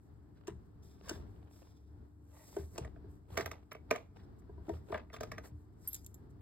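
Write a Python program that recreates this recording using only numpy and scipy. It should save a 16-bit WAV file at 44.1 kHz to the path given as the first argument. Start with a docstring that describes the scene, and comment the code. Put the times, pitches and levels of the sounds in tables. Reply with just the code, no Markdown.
"""A low hum and a rustle of clothing, then a hand lifts the lid of a wooden jewellery box: the latch
clicks, the hollow case knocks and the shelf thumps beneath it. Fingers rub the wood and pick out two
gold hoops, which slide and clack on the thin dividers and tray, then ring against each other in the palm.
Struck wood and metal are decaying modes; friction is uneven noise that swells with each move.
A phone's two microphone ports hear it from close by in a small, quiet room."""
import sys
import numpy as np
from scipy import signal
from scipy.fft import rfft, irfft, next_fast_len
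from scipy.io import wavfile

SR = 44100
rng = np.random.default_rng(int(sys.argv[2]) if len(sys.argv) > 2 else 0)


def put_to_file(sound):
    """Save the sound as 16-bit audio at rate SR, in the file named by the first command-line argument."""
    columns = np.atleast_2d(sound).T  # one column per channel
    safe = np.clip(columns, -1, 1)
    whole_steps = np.round(safe * 32767)
    wavfile.write(sys.argv[1], SR, whole_steps.astype(np.int16))


N = 282681
TIME = np.arange(N) / SR
RING_TIME = np.arange(SR // 3) / SR  # seconds since a strike

# Tone colours of a gritty scrape, a hoop's hard crack and the bright tick of metal.
# Each row: frequency in Hz, level in dB.
GRIT_SPECTRUM = [(700, 18.5), (1900, 15.5), (2700, 2.5), (3600, 11), (4400, 4.5), (5100, 6.5), (6500, -4),
                 (8000, -5.5), (10500, -13.5), (15500, -9)]
HOOP_CRACK_SPECTRUM = [(1500, -14), (2700, -3.5), (3500, 6.5), (4600, 4), (5800, 11), (8000, -3.5),
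                       (10000, -6), (12000, -18)]
TICK_SPECTRUM = [(8000, -20), (10500, -2.5), (13000, -1), (14600, -3), (15600, 0.5), (16000, -21)]
# Modes of the first hoop. Each row: frequency in Hz, level in dB, seconds to fade by 60 dB.
FIRST_HOOP_MODES = [(9565, 10.5, 0.028), (9650, 2, 0.021), (5070, -21, 0.06)]


def undb(db):
    """Decibels to gain."""
    return 10 ** (np.asarray(db) / 20)


def unit(x):
    """Scale to rms 1."""
    return x / np.sqrt(np.mean(x ** 2))


def at_level(x, db):
    """Set the rms level of a strike's first 20 ms."""
    return x * undb(db) / np.sqrt(np.mean(x[:SR // 50] ** 2))


def add(out, s, x):
    """Mix a sound in at s seconds."""
    start = max(int(s * SR), 0)
    out[:, start:start + x.shape[-1]] += x[..., :N - start]


def pan(db):
    """Stereo gains for a left-minus-right level."""
    return undb(np.array([[db], [-db]]) / 2)


def colour(x, spectrum):
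    """Equalise through (Hz, dB) points on a log-frequency axis, rolling off below the first."""
    hz, db = np.transpose(spectrum)
    size = next_fast_len(x.shape[-1] + SR // 10)
    f = np.maximum(np.fft.rfftfreq(size, 1 / SR), 1)
    gain = undb(np.interp(np.log(f), np.log(hz), db)) / (1 + (hz[0] / 2 / f) ** 2)
    return irfft(rfft(x, size) * gain, size)[..., :x.shape[-1]]


def wander(rate):
    """A random curve with a spread near 1 that turns `rate` times a second."""
    knots = np.arange(0, TIME[-1] + 1, 1 / rate)
    return np.interp(TIME, knots, rng.standard_normal(len(knots)))


def strokes(moves):
    """Envelope of a series of hand moves: each swells to its fastest moment and dies away."""
    power = 0
    for s, db, rise_s, fall_s in moves:
        away = np.abs(TIME - s) / np.where(TIME < s, rise_s, fall_s)
        bell = np.exp(-np.minimum(away, 10) ** 2.2)
        power = power + (undb(db) * bell) ** 2
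    return np.sqrt(power)


def ring(modes, detune, contact_s, sustain=1, pitch=1):
    """Struck modes: the spot that is hit varies strength and pitch, the contact time rounds the attack."""
    hz, db, t60 = np.transpose(modes)[:, :, None]
    strength, shift = rng.standard_normal((2, len(modes), 1))
    phase = 2 * np.pi * hz * pitch * (1 + detune * shift) * RING_TIME
    fade = undb(db + 2 * strength) * np.exp(-np.log(1000) * RING_TIME / (t60 * sustain))
    sign = (-1) ** np.arange(len(modes))[:, None]  # neighbouring modes swing in opposite directions
    attack = 1 - np.exp(-RING_TIME / contact_s)
    return np.sum(sign * fade * np.sin(phase), axis=0) * attack


def chatter(spectrum, rise_s, decay_s):
    """A metal edge skips over a surface in a few milliseconds of tiny impacts."""
    count = len(RING_TIME)
    impact_sizes = undb(3 * np.repeat(rng.standard_normal(count), 32)[:count])
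    envelope = (1 - np.exp(-RING_TIME / rise_s)) * np.exp(-RING_TIME / decay_s)
    return colour(rng.standard_normal(count) * impact_sizes * envelope, spectrum)


def scatter(x):
    """Lid and hand scatter the upper mids, so each port hears them with a different phase."""
    centre_hz, width_octaves, spread_radians, step_hz = 3200, 0.54, 1.8, 442
    size = next_fast_len(len(x) + SR // 10)
    f = np.maximum(np.fft.rfftfreq(size, 1 / SR), 1)
    knots = np.linspace(0, 64 * step_hz, 64)
    band = np.exp(-(np.log2(f / centre_hz) / width_octaves) ** 2)
    turn = spread_radians * np.interp(f, knots, rng.standard_normal(len(knots))) * band
    return irfft(rfft(x, size) * np.exp(1j * np.array([turn, -turn]) / 2), size)[:, :len(x)]


def hum():
    """Low ventilation rumble, alike at both ports in the bass, with three wavering tones."""
    # The rumble's colour, then the tones. Each row: frequency in Hz, level in dB.
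    rumble_spectrum = [(25, -20.5), (50, -3.5), (75, -1), (130, -6.5), (250, -11), (430, -13.5), (500, -25),
                       (900, -27.5), (1700, -34.5), (2500, -46), (5000, -44), (8000, -70.5), (16000, -54.5)]
    hum_tones = [(73, -64), (101, -64), (296, -70.5)]
    common = colour(rng.standard_normal(N), [(30, 4.5), (400, -2.5), (700, -10.5), (5000, -17.5)])
    apart = colour(rng.standard_normal((2, N)), [(30, -4.0), (400, -3), (700, 2.0), (5000, -3.5)])
    rumble = unit(colour(common + apart, rumble_spectrum)) * undb(-57 + 3.3 * wander(rate=9.8))
    tones = 0
    for hz, db in hum_tones:
        amplitude = np.sqrt(2) * undb(db + 4.1 * wander(rate=6.1))
        tones = tones + amplitude * np.sin(2 * np.pi * hz * TIME + 1.57 * wander(rate=8.9))
    fade_in = undb(-4 * np.maximum(1 - TIME / 0.94, 0))  # comes up 4 dB, then holds
    return (rumble + tones) * fade_in * pan(db=1.6)


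def clothing():
    """Fibres swish with each move of the arm and whisper faintly in between."""
    # Each row: peak time in seconds, level in dB, rise and fall in seconds.
    swishes = [(0.03, -86, 0.023, 0.063), (.66, -86, 0.014, .02), (0.838, -75, 0.012, 0.11),
               (1.13, -72.5, 0.083, 0.074), (1.33, -85, 0.087, .15), (1.535, -74.5, 0.032, 0.14),
               (2.345, -72.5, 0.017, 0.17), (2.53, -65, 0.18, 0.15), (2.75, -68.5, 0.042, 0.022),
               (3.11, -79, 0.025, 0.066), (3.35, -67, 0.045, 0.092), (4.395, -75.5, 0.011, 0.012),
               (4.76, -76.5, 0.11, 0.039), (4.93, -74.5, 0.073, 0.046), (5.46, -64.5, 0.025, 0.031),
               (5.6, -85, 0.061, 0.052), (5.87, -69, 0.062, 0.21), (6.31, -79.5, 0.012, 0.0079)]
    # The cloth's airy colour. Each row: frequency in Hz, level in dB.
    cloth_spectrum = [(300, -10.5), (900, -0.5), (2000, -8), (3500, -8), (5500, 2), (8000, 3), (9300, 1.5),
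                      (10500, -1), (12500, 2.5), (15500, -5.5)]
    fibres = rng.standard_normal(N) * undb(3.3 * rng.standard_normal(N) + 1.1 * wander(rate=620))
    movement = np.hypot(strokes(swishes), undb(-90.5))
    flutter = undb(1.1 * wander(rate=120))
    return unit(colour(fibres, cloth_spectrum)) * movement * flutter


def gritty_scrapes():
    """Short gritty scrapes: first the hand and lid on the box, later a hoop sliding on wood and skin."""
    # Each row: start in seconds, length in seconds, level in dB.
    scrapes = [(0.349, 0.09, -76), (1.06, 0.11, -71), (3.297, 0.059, -66), (3.362, 0.081, -53),
               (3.45, 0.12, -69.5), (3.91, 0.06, -70), (4.136, 0.13, -70), (4.725, 0.12, -72),
               (4.878, 0.11, -77), (5.116, 0.059, -64), (5.237, 0.069, -70), (5.426, 0.041, -65.5),
               (5.832, 0.098, -70.5)]
    # The hoops rub together as they roll into the palm, and their lowest mode sings.
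    # Each row: peak time in seconds, level in dB, rise and fall in seconds.
    rolls = [(5.9, -73, .055, 0.11)]
    pressure = sum(undb(db) * np.sin(np.pi * np.clip((TIME - s) / length, 0, 1))
                   for s, length, db in scrapes)
    grit = rng.standard_normal(N) * undb(1.2 * wander(rate=1500) + 6 * wander(rate=40))
    lowest_mode_hz = FIRST_HOOP_MODES[2][0]
    singing = signal.lfilter(*signal.iirpeak(lowest_mode_hz, Q=35, fs=SR), grit)
    return scatter(unit(colour(grit, GRIT_SPECTRUM)) * pressure + unit(singing) * strokes(rolls))


def finger_rubs():
    """Fingertips catch and slip on the wood with a dull, wide rub."""
    # Each row: peak time in seconds, level in dB, rise and fall in seconds.
    rubs = [(.39, -72, 0.034, 0.081), (1.13, -60.5, 0.13, 0.11), (1.55, -68.5, 0.3, 0.2),
            (2.39, -68, 0.11, 0.1), (2.62, -66, 0.17, 0.042), (2.81, -56.5, 0.057, 0.07),
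            (3.41, -51.5, 0.093, 0.15), (3.94, -49.5, 0.036, 0.075), (4.17, -64.5, 0.014, 0.034),
            (4.74, -56, 0.084, 0.041), (4.96, -49.5, 0.066, 0.057), (5.21, -62.5, 0.047, 0.13),
            (5.45, -61, 0.015, 0.053)]
    # The rub's dark colour. Each row: frequency in Hz, level in dB.
    rub_spectrum = [(200, 8), (450, 14.5), (800, 10.5), (1200, 4), (2000, -6), (3000, -6.5), (5000, -14.5),
                    (9000, -56.5)]
    friction = rng.standard_normal(N) + 2.0 * rng.standard_normal((2, N))
    slips = friction * undb(7.2 * wander(rate=240))
    return unit(colour(slips, rub_spectrum)) * strokes(rubs)


def rattle(strike):
    """Loose metal bounces on in quick, uneven, fading touches that share about the strike's energy."""
    bounces_per_s, rise_s, decay_s = 350, 0.0044, 0.018
    bounces = rng.random(len(RING_TIME)) < bounces_per_s / SR
    envelope = (1 - np.exp(-RING_TIME / rise_s)) * np.exp(-RING_TIME / decay_s)
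    touches = bounces * rng.standard_normal(len(RING_TIME)) * envelope
    return signal.fftconvolve(touches / np.linalg.norm(touches), strike)[:len(RING_TIME)]


def metal_on_wood(contacts, crack_spectrum, tick_db):
    """Metal cracks on wood: the struck spot and dividers ring, the tray follows, the metal rattles on."""
    # Modes of the heavy tray and thin dividers.
    # Each row: frequency in Hz, level in dB, seconds to fade by 60 dB.
    tray_modes = [(178.7, -19.5, 0.081), (257, -18, 0.095), (438, -1.5, 0.037), (515, -4, 0.018),
                  (625.5, 1, 0.044), (713, -1, 0.017)]
    divider_modes = [(980, 1, 0.02), (1203, 8, 0.028), (1585, -2.5, 0.044), (1828, 6, 0.017),
                     (2165, 2.5, 0.0083), (2365, -4, 0.025), (2580, 1.5, 0.01), (3030, -7, 0.0096),
                     (3450, -1, 0.012)]
    # Close modes of a struck spot. Each row: multiple of its note, level in dB, seconds to fade by 60 dB.
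    spot_cluster = [(1, 2.5, 0.014), (0.88, -1, 0.013), (1.12, -3, 0.011)]
    # A dry thwack across the grain and one scraping touch. Each row: frequency in Hz, level in dB.
    thwack_spectrum = [(300, -8), (500, -2), (700, 2), (900, -3.5), (1200, 2), (1500, 5.5), (2100, 0.5),
                       (2900, -10), (5000, -21), (9000, -36)]
    scrape_spectrum = [(600, 2), (1200, 12), (2300, 0.5), (2900, -1), (3600, -2.5), (4300, -13.5),
                       (5400, -9), (6500, -22.5), (12000, -27.5)]
    # Where the hand works. Each row: time in seconds, left minus right in dB.
    hand_path = [(1.1, 3.5), (2.57, 0), (3.38, -4), (3.95, -2.5), (4.7, 11), (4.95, 1.5), (5.12, -0.5),
                 (5.4, -1)]
    out = np.zeros((2, N))
    for s, db, crack_db, tray_db, spot_hz, spot_db, rattle_db in contacts:
        place = pan(np.interp(s, *np.transpose(hand_path)))
        spot_modes = [(spot_hz * ratio, mode_db, t60) for ratio, mode_db, t60 in spot_cluster]
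        graze = at_level(chatter(GRIT_SPECTRUM, rise_s=0.0014, decay_s=0.0025), db - 15)
        tray = at_level(ring(tray_modes, detune=0.033, contact_s=0.0018, sustain=0.94), db + tray_db)
        dividers = at_level(ring(divider_modes, detune=0.026, contact_s=0.0016), db - 2)
        thwack = at_level(chatter(thwack_spectrum, rise_s=0.0026, decay_s=0.0059), db - 8.5)
        spot = at_level(ring(spot_modes, detune=0.011, contact_s=0.0004), db + spot_db)
        crack = at_level(chatter(crack_spectrum, rise_s=0.0022, decay_s=0.0034), db + crack_db)
        tick = at_level(chatter(TICK_SPECTRUM, rise_s=0.003, decay_s=0.0019), db + crack_db + tick_db)
        scrape = at_level(chatter(scrape_spectrum, rise_s=0.00047, decay_s=0.0012), db - 6.5)
        add(out, s - 0.004, scatter(graze) * place)  # metal never lands flat: one edge touches first
        add(out, s + 0.00099, tray * place)
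        bounces = undb(rattle_db) * rattle(spot + scrape)
        add(out, s, scatter(dividers + thwack + spot + bounces) * place + scatter(crack + tick))
    return out


def lid_clicks():
    """Latch and hinge click against the wood as the lid moves."""
    # Each row: start in seconds, level in dB, crack and tray in relative dB,
    # the struck spot's note in Hz, spot and rattle in relative dB.
    clicks = [(0.471, -64.5, 5.5, -5, 2020, -9, 9.5), (0.478, -59, 1, -10, 1920, -19, 0.5),
              (1.084, -72, 14, -10, 1820, 3, -4), (1.093, -55.5, 11.5, 2, 1580, 2.5, -4.5),
              (1.097, -59, 4, 3, 1750, -14, 5), (2.565, -63.5, 0, 16, 1700, -2.5, -4),
              (2.779, -56, 7.5, 11, 900, 1.5, -2), (2.848, -61.5, -8, 7, 1920, 3.5, -14)]
    # The crack of the lid's fittings. Each row: frequency in Hz, level in dB.
    fitting_spectrum = [(1500, -29), (2800, 9), (3300, 1), (4000, -4.5), (5400, 7), (6500, 3.5), (8500, 0),
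                        (10000, -8.5), (12000, -28)]
    return metal_on_wood(clicks, fitting_spectrum, tick_db=-13)


def case_knocks():
    """Lid and hand knock the hollow case; the shelf under it answers with a slow, low thump."""
    # Each row: start in seconds, level in dB, contact time in seconds, share of full ring, pitch factor.
    knocks = [(0.481, -40, 0.0012, 0.55, 1.03), (1.111, -41.5, 0.0043, 0.3, 0.95),
              (2.567, -36, 0.00043, 1, 0.98), (2.784, -44.5, 0.00087, 1, 0.94),
              (3.043, -56, 0.0016, 0.59, 1.02), (3.395, -40, 0.00064, 0.5, 1.01),
              (4.493, -52, .002, 0.81, 1.03), (4.578, -56, 0.0016, 1, 1), (4.682, -43, .001, 0.56, 0.9),
              (4.695, -37, 0.00061, 1, 1.01), (4.903, -43.5, .0007, .8, 1.01)]
    # Soft bumps of the hand that shake only the shelf. Each row: start in seconds, level in dB.
    bumps = [(2.809, -44.5), (3.316, -49.5), (5.515, -47.5)]
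    # Modes of case and shelf. Each row: frequency in Hz, level in dB, seconds to fade by 60 dB.
    case_modes = [(334.5, 1, 0.079), (407.6, 2.5, 0.095), (447, -14.5, 0.13), (630, -7.5, 0.076),
                  (725, -17, 0.052), (937, -11, 0.076), (1550, -19.5, 0.046)]
    shelf_modes = [(78.5, -4, 0.34), (115.8, -1, 0.14), (172.6, 3, 0.065)]
    firm_knock_db, firm_thump_db, thump_db_per_db, thump_delay_s = -40.5, -49.5, 0.59, 0.0236
    out = np.zeros((2, N))
    for s, db, contact_s, sustain, pitch in knocks:
        knock = ring(case_modes, detune=0.014, contact_s=contact_s, sustain=sustain, pitch=pitch)
        add(out, s, at_level(knock, db))
    thumps = [(s + thump_delay_s, firm_thump_db + thump_db_per_db * (db - firm_knock_db))
              for s, db, *_ in knocks]
    for s, db in thumps + bumps:
        add(out, s, at_level(ring(shelf_modes, detune=0.066, contact_s=0.031), db))
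    return out * pan(db=1.5)


def skin_rasps():
    """Dry skin and sleeve catch suddenly and drag on in fine, uneven grains."""
    # Each row: peak time in seconds, level in dB, rise and fall in seconds.
    rasps = [(0.832, -74, 0.0071, 0.18), (1.11, -65, 0.074, 0.088), (1.53, -74.5, 0.013, 0.29),
             (2.36, -89, 0.04, 0.18), (2.58, -71, 0.13, 0.083), (2.8, -74, 0.034, 0.057),
             (3.525, -70, 0.012, 0.023), (4.165, -76, 0.0085, 0.036), (4.235, -79.5, 0.01, 0.023),
             (4.71, -73.5, 0.036, 0.087), (4.945, -72, 0.0065, 0.012), (5.145, -60, 0.011, 0.021),
             (5.26, -81, 0.02, 0.052), (5.94, -62, 0.035, 0.04)]
    # The rasp's dry colour. Each row: frequency in Hz, level in dB.
    rasp_spectrum = [(800, -3.5), (2000, -7), (2800, -6), (3600, 1.5), (4300, -5.5), (5300, 6),
                     (6200, -4.5), (12000, -11)]
    grains = rng.standard_normal(N) * undb(1.6 * wander(rate=2000) + 3.1 * wander(rate=57))
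    return scatter(unit(colour(grains, rasp_spectrum)) * strokes(rasps))


def box_creaks():
    """Hinge and dry joints stick and slip under the hand, sounding a few narrow resonances."""
    # Each row: start in seconds, length in seconds, pitch in Hz, level in dB.
    creaks = [(1.021, 0.18, 1644, -61), (2.326, 0.15, 896, -63)]
    # Each row: multiple of the creak's pitch, level in dB.
    resonances = [(0.68, -3), (1, -3), (2.1, -14)]
    out = np.zeros((2, N))
    for s, length, hz, db in creaks:
        slips = rng.standard_normal(N) * undb(3.3 * wander(rate=126))
        tone = sum(undb(part_db) * signal.lfilter(*signal.iirpeak(hz * ratio, Q=20, fs=SR), slips[:SR])
                   for ratio, part_db in resonances)
        swell = np.sin(np.pi * np.clip(TIME[:SR] / length, 0, 1))
        add(out, s, unit(tone) * undb(db) * swell)
    return out


def finger_drags():
    """A fingertip sticks and slips over the grain of the case, each catch a tiny click."""
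    # Each row: peak time in seconds, level in dB, rise and fall in seconds.
    drags = [(2.4, -72, 0.049, 0.11), (2.6, -65.5, 0.091, 0.058), (2.76, -64, 0.018, 0.038),
             (5.46, -66, .025, 0.037)]
    # The colour of one catch. Each row: frequency in Hz, level in dB.
    catch_spectrum = [(500, 12.5), (900, 6), (1400, -2), (2000, 1), (2500, -8), (3500, -12), (4700, -7),
                      (5400, -5), (7000, -14), (12000, -21)]
    catches_per_s = 650
    caught = rng.random(N) < catches_per_s / SR
    sizes = undb(2.5 * rng.standard_normal(N) + 4.8 * wander(rate=46))
    catches = caught * sizes * rng.choice([-1, 1], N)
    return scatter(unit(colour(catches, catch_spectrum)) * strokes(drags))


def hoop_clacks():
    """The gold hoops strike their compartment, with a brighter tick than the lid's fittings."""
    # Each row: start in seconds, level in dB, crack and tray in relative dB,
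    # the struck spot's note in Hz, spot and rattle in relative dB.
    clacks = [(2.961, -73.5, -25, 11.5, 1430, -3, -3), (3.373, -38.5, -5.5, 1.5, 2290, -8, -6),
              (3.385, -48, -10, 7.5, 2400, -2.5, -5), (3.3975, -50, -12, 7, 1140, -16, -19),
              (3.408, -47, -7.5, -7, 2120, -1, -16), (3.459, -47.5, -5.5, 0.5, 2140, -5.5, -5),
              (3.514, -51.5, -5, -2.5, 2218, -3, -14), (3.716, -52, -10, -4, 2260, -11.5, 3),
              (3.749, -59.5, -15, 6.5, 2280, 0, -13), (3.91, -35, -10, 5, 2470, -0.5, -16.5),
              (3.925, -53, -17, 9, 1900, -6, -6), (3.946, -56, -24, 3, 2070, -1, -8),
              (3.959, -47.5, -10.5, 1.5, 2330, -3.5, -8.5), (4.421, -79, -15.5, -3, 1780, -2, -16),
              (4.692, -64, -2, 17.5, 1850, -3, -2), (4.924, -46, -29, 5.5, 960, -4, -15),
              (4.9445, -44, -41, 3, 1767, -0.5, -10.5), (4.954, -58, -28, 7, 1040, 9.5, -11),
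              (4.977, -61, -9.5, 4, 2220, -2, -4), (5.101, -69, -31, 4, 2220, 2, -15),
              (5.13, -63.5, -3, 7.5, 1240, -1, 10), (5.139, -54, -10, -1, 3530, -8.5, -1),
              (5.164, -56.5, -10, -4, 2280, -6, -17), (5.207, -50, -5.5, 7.5, 1650, -12, -8),
              (5.232, -48, -8, 2, 1570, -20, -13), (5.317, -50.5, -6, -0.5, 1960, 0, -9),
              (5.381, -49, -12.5, -1, 2100, -7.5, -19)]
    return metal_on_wood(clacks, HOOP_CRACK_SPECTRUM, tick_db=-8.5)


def hoop_clinks():
    """Two hoops meet with a sharp tick and ring for as long as the fingers that hold them allow."""
    # Each row: start in seconds, levels of first hoop, second hoop and tick in dB, share of full ring.
    clinks = [(3.459, -61, -82, -58, 0.68), (3.729, -72.5, -82, -65, 0.34), (5.875, -46, -63.5, -59, 1),
              (5.8835, -51, -67, -63, 1), (5.9306, -53, -57.5, -57.5, 0.66),
              (5.944, -61.5, -47.5, -54, 0.53), (5.951, -63, -54, -60.5, .55), (5.963, -67, -62, -66.5, .9),
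              (6.046, -94, -64.5, -73, 0.35), (6.0632, -66, -58.5, -65, 0.41),
              (6.143, -71.5, -64, -68, 0.81)]
    # Modes of the second hoop and of the glassy top note that rings with the first.
    # Each row: frequency in Hz, level in dB, seconds to fade by 60 dB.
    second_hoop_modes = [(6730, 4, 0.026), (7260, 0, 0.062), (7650, -7, 0.028), (7850, -1, 0.035),
                         (8350, -6, 0.018), (8940, -2.5, 0.023)]
    top_modes = [(12690, 14, 0.06), (12550, 0, 0.04), (12835, -1, .04), (15600, -10, 0.02)]
    out = np.zeros((2, N))
    for s, first_db, second_db, tick_db, sustain in clinks:
        first = ring(FIRST_HOOP_MODES, detune=0.003, contact_s=0.0002, sustain=sustain)
        second = ring(second_hoop_modes, detune=0.0044, contact_s=0.00029, sustain=sustain)
        top = ring(top_modes, detune=0, contact_s=0.00064, sustain=sustain)
        ringing = at_level(first, first_db) + at_level(second, second_db) + at_level(top, first_db + 5.5)
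        crack = at_level(chatter(HOOP_CRACK_SPECTRUM, rise_s=0.00038, decay_s=0.0047), second_db - 8)
        tick = at_level(chatter(TICK_SPECTRUM, rise_s=0.0002, decay_s=0.00074), tick_db)
        add(out, s, scatter(ringing + crack + tick))
    return out


def room(x, tail_db, early_db):
    """Add quick reflections from lid, shelf and floor, and a short tail, wide in the bass."""
    crossover_hz, bass_t60_s, treble_t60_s = 1500, 0.23, 0.29
    t = np.arange(SR * 2 // 3) / SR
    lowpass = signal.butter(2, crossover_hz, fs=SR, output="sos")
    highpass = signal.butter(2, crossover_hz, "high", fs=SR, output="sos")
    common = rng.standard_normal(len(t))
    bass = signal.sosfilt(lowpass, 0.81 * (common + rng.standard_normal((2, len(t)))))
    treble = signal.sosfilt(highpass, 0.73 * common + 0.06 * rng.standard_normal((2, len(t))))
    tail = 1.4 * bass * np.exp(-np.log(1000) * t / bass_t60_s)
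    tail += treble * np.exp(-np.log(1000) * t / treble_t60_s)
    early = rng.standard_normal(len(t)) + 0.34 * rng.standard_normal((2, len(t)))
    early *= np.exp(-t / 0.015) * (t > 0.002)
    response = (undb(tail_db) * unit(tail * (t > 0.009)) + undb(early_db) * unit(early)) / np.sqrt(len(t))
    return x + signal.fftconvolve(x, response, axes=1)[:, :N]


def scene():
    """Strikes and finger drags sound in the room; the other friction sounds and the hum stay dry."""
    contacts = lid_clicks() + hoop_clacks() + finger_drags()
    wood = room(case_knocks(), tail_db=-16, early_db=-19) + room(contacts, tail_db=-16.5, early_db=-11.5)
    gold = room(hoop_clinks(), tail_db=-22, early_db=-21)
    friction = gritty_scrapes() + clothing() + finger_rubs() + skin_rasps() + box_creaks()
    return wood + gold + friction + hum()


def record(dry):
    """The phone's left port hears the box slightly before the right; the very top is cut."""
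    # The phone's stereo processing shifts the phase between left and right.
    # Each row: frequency in Hz, extra lead of the left channel in radians.
    stereo_phase = [(0, 0), (300, -.78), (620, -2.09), (1200, -2.3), (1800, -2.77), (2400, -2.43),
                    (3700, -.28), (4400, 1.3), (5900, 1)]
    port_lag_s, top_hz = 0.000227, 16200
    size = next_fast_len(N + SR // 10)
    f = np.fft.rfftfreq(size, 1 / SR)
    lead = 2 * np.pi * f * port_lag_s + np.interp(f, *np.transpose(stereo_phase))
    ports = irfft(rfft(dry, size) * np.exp(1j * np.array([lead, -lead]) / 2), size)[:, :N]
    return signal.sosfilt(signal.ellip(8, 0.2, 70, top_hz, fs=SR, output="sos"), ports)


dry = scene()
out = record(dry)
put_to_file(out)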